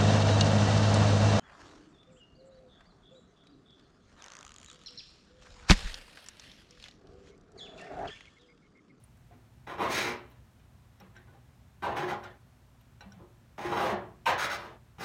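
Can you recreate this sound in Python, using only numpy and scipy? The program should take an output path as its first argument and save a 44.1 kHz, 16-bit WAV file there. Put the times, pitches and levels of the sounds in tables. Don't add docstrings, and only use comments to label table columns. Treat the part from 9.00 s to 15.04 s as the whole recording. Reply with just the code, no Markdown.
import sys
import numpy as np
from scipy import signal
from scipy.fft import rfft, irfft
from scipy.io import wavfile
from scipy.ndimage import uniform_filter1d, map_coordinates

SR = 44100
rng = np.random.default_rng(int(sys.argv[2]) if len(sys.argv) > 2 else 0)


def materialize(psi):
    bounded = np.clip(np.atleast_2d(psi).T, -1, 1)
    quanta = np.round(bounded * 32767).astype(np.int16)
    wavfile.write(sys.argv[1], SR, quanta)


def undo_db(level):
    steps = np.asarray(level, float) / 20
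    return 10 ** steps


N = 266472


def evened(x):
    return x / np.sqrt(np.mean(x ** 2) + 1e-20)


def read(points, hz):
    f, value = np.transpose(points)
    return np.interp(np.log(hz + 1), np.log(f + 1), value)


def wander(per_s):
    knots = rng.standard_normal(int(N / SR * 400))
    return map_coordinates(knots, [np.arange(N) / SR * min(per_s, 390)], order=1, mode="nearest")


def workshop():
    # hz, level_db [dB per Hz]
    air_spectrum = [(12, -68), (20, -36), (40, -7.5), (65, -0.5), (123, -5), (187, -23.5), (240, -4),
                    (268, -28), (355, -20), (396, -28), (469, -27), (637, -25.5), (1690, -31), (2800, -36),
                    (15800, -47)]
    # hz, level_db
    hum_partials = [(59.5, -63.5), (120, -64.5), (242, -78.5)]
    frames, hz = N // 256 + 5, np.fft.rfftfreq(1024, 1 / SR)
    real, imaginary, patches = rng.standard_normal((frames, 513, 3)).T
    patches = uniform_filter1d(patches, size=12, axis=0)
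    patches = evened(uniform_filter1d(patches, size=14, axis=1))
    patches_db = 0.8 * patches / (1 + hz[:, None] / 1300.0)
    z = (real + 1j * imaginary) * undo_db(read(air_spectrum, hz)[:, None] + patches_db)
    air = undo_db(-57.5) * evened(signal.istft(z, nperseg=1024, noverlap=768)[1][:N])
    t = np.arange(N) / SR
    hum = np.zeros(N)
    for f, db in hum_partials:
        strength = undo_db(db + 1.5 + 0.87 * wander(5.6))
        hum += strength * np.sin(2 * np.pi * f * t + 1.9 * wander(5.))
    return air + hum


def rings(modes, t, spread_db=0.):
    hz, db, t60 = np.transpose(modes)[:, :, None]
    db = db + spread_db * rng.standard_normal(db.shape)
    partials = undo_db(db - 60 * t / t60) / np.sqrt(t60) * np.sin(2 * np.pi * hz * t)
    x = partials.sum(axis=0)
    return x / np.linalg.norm(x)


def soft_burst(t):
    return rng.standard_normal(len(t)) * np.exp(-t / 0.0045) * (1 - np.exp(-t / 0.0023))


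def clicks():
    # start_s, level_db, pitch_hz, t60_s
    click_events = [
        (.037, -49, 9500, .006),
        (.171, -64, 8000, .002),
        (1.3, -61, 14500, .002),
        (1.314, -63, 12500, .001),
        (1.999, -59, 13500, .003),
        (3.81, -65, 12500, .002),
    ]
    out, t = np.zeros(N), np.arange(4000) / SR
    burst = soft_burst(t)
    for s, db, hz, t60 in click_events:
        click = signal.fftconvolve(burst, rings([(hz, 0, t60)], t))
        out[round(s * SR):][:len(t)] += undo_db(db) * click[:len(t)]
    return out


def body(dry_db, modes_db):
    # hz, level_db, t60_s
    panel_modes = [(210.8, 7, 0.46), (360, 13, 0.67), (464, 2.5, 0.35), (575, 4, 0.46), (627.5, 1, 0.78),
                   (817, -8, 1), (831, 9.5, 0.29), (967, -2, 0.83), (990, -2.5, 1), (1062, 4, 0.36),
                   (1228, 1, 0.31), (1470, -6.5, 0.12), (1840, -30, 0.29), (2220, 1, 0.11),
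                   (2474, 12.5, 0.058), (2970, -14, 0.2), (2990, -30, 0.18), (3440, 3, 0.19),
                   (3960, -10, .15), (5430, 5, 0.081), (6450, 5, 0.11)]
    # hz, level_db, t60_s
    rule_modes = [(830, -9.5, 0.17), (1550, 7, 0.012), (2130, -12, 0.21), (3260, -10, 0.14),
                  (3933, 6, 0.023), (5630, 11, 0.016), (6595, 14, 0.02), (9630, 9, 0.0064),
                  (12700, 0, .015)]
    # hz, t60_s
    dense_decay = [(200, 0.94), (530, 0.52), (1400, 0.49), (3700, 0.37), (9700, 0.053)]
    t = np.arange(SR // 2) / SR
    hz, frames, z = signal.stft(rng.standard_normal(len(t)), SR, nperseg=256)
    t60 = read(dense_decay, hz)[:, None]
    decaying = z * undo_db(-60 * frames / t60) / np.sqrt(t60)
    thicket = signal.istft(decaying, SR, nperseg=256)[1][:len(t)]
    thicket *= 1 - np.exp(-t / 0.0013)
    out = thicket / np.linalg.norm(thicket)
    out += undo_db(modes_db) * rings(panel_modes, t, spread_db=2.5)
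    out += undo_db(-9.0) * rings(rule_modes, t, spread_db=9.0)
    out[0] += undo_db(dry_db)
    return out * np.cos(np.pi * t) / np.linalg.norm(out)


def panel(jolts, places_per_s=2.5):
    turn = np.pi * places_per_s * np.arange(N) / SR
    out = np.zeros(N)
    for k in range(3):
        share = np.sqrt(2 / 3) * np.cos(turn + k * np.pi / 3)
        out += signal.oaconvolve(jolts * share, body(dry_db=-2.0, modes_db=-12.5))[:N]
    return out


def bands():
    # hz, level_db [dB per Hz]
    colour = [(90, -11), (200, -12), (280, -11), (400, -2.5), (640, -1.5), (900, -4.5), (1400, -5.5),
              (2200, -11), (2900, -10), (4200, -13), (5500, -20), (7500, -28), (10000, -31.5), (15900, -36)]
    split_hz = (75, 500, 1300, 3800)
    hz = np.fft.rfftfreq(4096, 1 / SR)
    above = [1 / (1 + (f / (hz + 1)) ** 6) for f in split_hz] + [0 * hz]
    out = []
    for share in -np.diff(above, axis=0):
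        log_gain = np.log(undo_db(read(colour, hz)) * np.sqrt(abs(share)) + 1e-6)
        circle = np.concatenate([log_gain, log_gain[-2:0:-1]])
        response = np.fft.ifft(np.exp(np.conj(signal.hilbert(circle)))).real[:2048]
        out.append(response / np.linalg.norm(response))
    return out


def pull(start, rise, fall):
    lifts_s = [1.151, 3.145, 3.275, 4.923, 5.75, 6.5]
    t = np.arange(N) / SR - start
    after = np.maximum(t - rise, 0) / fall
    lifted_s = np.maximum(t + start - min(s for s in lifts_s if s > start), 0)
    fall_db = -21.5 * after ** 1.61 - 450 * lifted_s
    return np.sin(np.pi / 2 * np.clip(t / rise, 0, 1)) ** 0.66 * undo_db(np.maximum(fall_db, -200))


def slips(per_s, uneven_db):
    size = undo_db(uneven_db * np.minimum(rng.exponential(1, N), 4)) * rng.choice([-1., 1.], N)
    happens = rng.random(N) < per_s / SR
    roughness_db = 2.07 * wander(60.) + 1.2 * wander(250.)
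    return evened(size * happens * undo_db(roughness_db))


def resonate(x, hz, width_hz):
    turn = np.exp(2j * np.pi * np.cumsum(hz) / SR)
    r = np.exp(-np.pi * width_hz / SR)
    return 2 * (turn * signal.lfilter([1 - r], [1, -r], x / turn)).real


def scratch(filters):
    # start_s, rise_s, fall_s, force_db, speed [0-1]
    shifts = [
        (.29, 0.04, .06, -65, 0.44),
        (2.0, 0.0091, 0.024, -52.5, 0.56),
        (2.14, 0.023, .06, -63.5, 0.79),
        (2.26, 0.032, 0.12, -65.5, 0.4),
        (2.33, 0.015, 0.041, -65.5, 0.5),
        (4.005, 0.0043, 0.035, -51.5, 0.36),
        (4.13, .05, 0.058, -67.5, 0.42),
        (4.19, 0.021, 0.04, -63.5, 0),
    ]
    # start_s, rise_s, fall_s, force_db, speed [0-1]
    pulls = [(.667, 0.0087, 0.29, -41, 0.25), (.775, 0.078, 0.054, -25, 0.17),
             (.87, 0.091, 0.16, -36, 0.99), (1.03, 0.026, 0.17, -39.5, 0.65),
             (2.821, 0.0034, 0.023, -41.5, 0.66), (2.822, 0.0082, 0.14, -26.5, .1),
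             (2.955, 0.026, 0.083, -37, 0.53), (3.005, 0.039, 0.098, -40, 0.33),
             (3.065, 0.044, 0.044, -42, 0.6), (3.105, 0.022, .06, -36, 0.06),
             (3.228, 0.0083, 0.036, -44, 0.55), (4.578, 0.0065, 0.048, -39.5, 0.24),
             (4.585, 0.074, 0.1, -37, 0.39), (4.68, 0.14, 0.24, -27, 0.24),
             (4.77, 0.07, 0.078, -24.5, 0.22), (4.84, 0.046, 0.016, -28.5, 0.2),
             (5.256, .007, 0.065, -19.5, 0.34), (5.275, 0.0087, 0.086, -34, 0.73),
             (5.372, 0.042, .075, -38, 0.92), (5.4, 0.022, 0.097, -35.5, 0.8),
             (5.495, 0.054, 0.027, -36.5, 0.87), (5.56, 0.061, 0.12, -38.5, .3),
             (5.982, 0.0032, 0.037, -42, 0.2), (5.99, 0.053, 0.071, -30.5, 0.54)]
    # slow_db, fast_db
    tip_law = [(-6, -4), (-7.5, 8), (-21.5, 4.5)]
    # slow_db, fast_db
    hand_law = [(6, -8), (-13, 9), (-31, -26)]
    # from_s, grind_hz, fast_chatter_hz, boom_db, focus_db
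    marks = [
        (0, 940, 2210, 3, 3.5),
        (1.5, 830, 1760, 4, 5.5),
        (3.2, 905, 1550, -2, 7.5),
        (4.4, 860, 2110, 0.5, 0.5),
        (5.2, 947, 1440, -3, 5.6),
        (5.55, 990, 1440, 1, 2.5),
        (5.9, 1030, 1340, 1.5, -1),
    ]
    follow = np.array([[.85], [1], [1.05], [1.15]])
    slow_chatter_hz = 1550
    from_s, grind_hz, fast_hz, mark_db, focus_db = np.transpose(marks)
    mark = np.searchsorted(from_s, np.arange(N) / SR, side="right") - 1
    power, pace = np.zeros((4, N)), np.zeros(N)
    for rows, law in ((pulls, tip_law), (shifts, hand_law)):
        for start, rise, fall, force_db, speed in rows:
            boom_db, chatter_db, hiss_db = (slow + (fast - slow) * speed for slow, fast in law)
            band_db = force_db + np.array([[boom_db], [0], [chatter_db], [hiss_db]])
            part = (pull(start, rise, fall) ** follow * undo_db(band_db)) ** 2
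            power += part
            pace += part[2] * speed
    mean_speed = pace / (power[2] + 1e-20)
    chatter_hz = slow_chatter_hz + (fast_hz[mark] - slow_chatter_hz) * mean_speed
    jolts = slips(per_s=5000., uneven_db=2.5)
    gains = np.sqrt(power)
    boom, middle, chatter, hiss = (signal.oaconvolve(jolts * g, f)[:N] for g, f in zip(gains, filters))
    focus = undo_db(-2.5) * resonate(middle, grind_hz[mark], width_hz=403.0)
    focus += undo_db(-2.5) * resonate(chatter, chatter_hz, width_hz=700.0)
    broad = undo_db(mark_db[mark]) * boom + 0.67 * middle + 0.46 * chatter
    return broad + undo_db(focus_db[mark]) * focus + hiss


def thuds():
    # start_s, peak_db, pitch_hz
    flexes = [(0.348, -51, 252), (1.087, -34.5, 241.6), (1.2, -46, 357), (1.26, -52, 247.6),
              (2.022, -45.5, 191), (2.99, -35, 149), (3.029, -27, 362), (4.059, -40, 197),
              (4.164, -42.5, 177), (4.23, -46.5, 355), (4.649, -25.5, 352), (4.921, -30, 197),
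              (5.63, -51, 312)]
    # start_s, level_db, pitch_hz, t60_s
    pings = [(.31, -53.5, 708, 0.18), (2.008, -52, 825, 0.075), (2.164, -49, 1550, 0.14),
             (2.175, -57, 1840, 0.12), (2.28, -62, 1486, 0.22), (2.345, -56.5, 794, 0.2),
             (3.251, -42, 1407, 0.12), (4.008, -44.5, 1510, 0.064), (4.012, -52, 830, 0.14),
             (4.119, -51, 1495, 0.071), (5.265, -19.5, 928, 0.16)]
    out, t = np.zeros(N), np.arange(SR // 3) / SR
    for s, db, hz, t60 in [(s, db - 4.0, hz, .3) for s, db, hz in flexes] + pings:
        envelope = undo_db(db - 60 * t / t60) * (1 - np.exp(-t * hz / 0.53))
        out[round(s * SR):][:len(t)] += envelope * np.sin(2 * np.pi * hz * t)
    return out


def taps(filters):
    # start_s, panel_db, lower_ring_db, upper_ring_db, tick_db
    tap_events = [
        (1.31, -49, -66, -75.5, -73),
        (1.594, -57, -80, -82, -89),
        (1.999, -48.5, -78, -57.5, -77),
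        (2.163, -61, -56.5, -59, -74),
        (3.236, -36.5, -50, -58, -75),
        (3.809, -62, -86, -88, -85),
        (4.007, -43.5, -47, -56.5, -83),
        (4.12, -53, -65, -54, -90),
        (5.256, -16.5, -56, -42, -59),
    ]
    # hz, level_db, t60_s
    scribe_modes = [
        [(2784, -32, 0.053), (3990, -11, 0.065)],
        [(5585, -13, 0.019), (7220, -29, .05)],
    ]
    knock, ring, t = np.zeros(N + 4000), np.zeros(N + 4000), np.arange(4000) / SR
    lower, upper = (rings(pair, t) for pair in scribe_modes)
    low_filter = filters[1] + filters[2] + 0.21 * filters[3]
    tick_filter = np.gradient(np.gradient(filters[3]))
    for s, panel_db, lower_db, upper_db, tick_db in tap_events:
        burst = soft_burst(t)[:1000]
        low = signal.fftconvolve(burst, low_filter)
        tick = signal.fftconvolve(burst, tick_filter)
        tone = signal.fftconvolve(burst, undo_db(lower_db + 4.5) * lower + undo_db(upper_db + 6.5) * upper)
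        at = round(s * SR)
        knock[at:at + len(low)] += undo_db(panel_db + 6) * low + undo_db(tick_db - 9.0) * tick
        ring[at:at + len(t)] += tone[:len(t)]
    return knock[:N], ring[:N]


def scene():
    # time_s, ring_db
    mute = [
        (3.35, -3.5),
        (3.39, -11),
        (3.7, -9),
        (3.75, -0.5),
        (5.76, -5),
        (5.8, -18),
        (5.96, -7),
        (5.98, 0),
    ]
    filters = bands()
    knock, ring = taps(filters)
    ring = ring + clicks()
    still = undo_db(np.interp(np.arange(N) / SR, *np.transpose(mute)))
    through_panel = panel(scratch(filters) + knock + undo_db(-17.5) * ring)
    return (still * through_panel + ring + thuds() + workshop())[None]


def low_pass(x):
    return signal.sosfilt(signal.butter(12, 15940, fs=SR, output="sos"), x)


def record(dry):
    # centre_hz, width_hz, depth [0-1]
    notches = [(4810, 280, 0.28), (10500, 360, 0.45)]
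    hz = np.fft.rfftfreq(N, 1 / SR)
    gain = 1 / np.sqrt(1 + (57.0 / (hz + 1)) ** 6)
    for centre_hz, width_hz, depth in notches:
        gain = gain * (1 - depth / (1 + (2 * (hz - centre_hz) / width_hz) ** 2))
    mix = irfft(rfft(dry) * gain, N)
    return low_pass(mix)


dry = scene()
out = record(dry)
materialize(out)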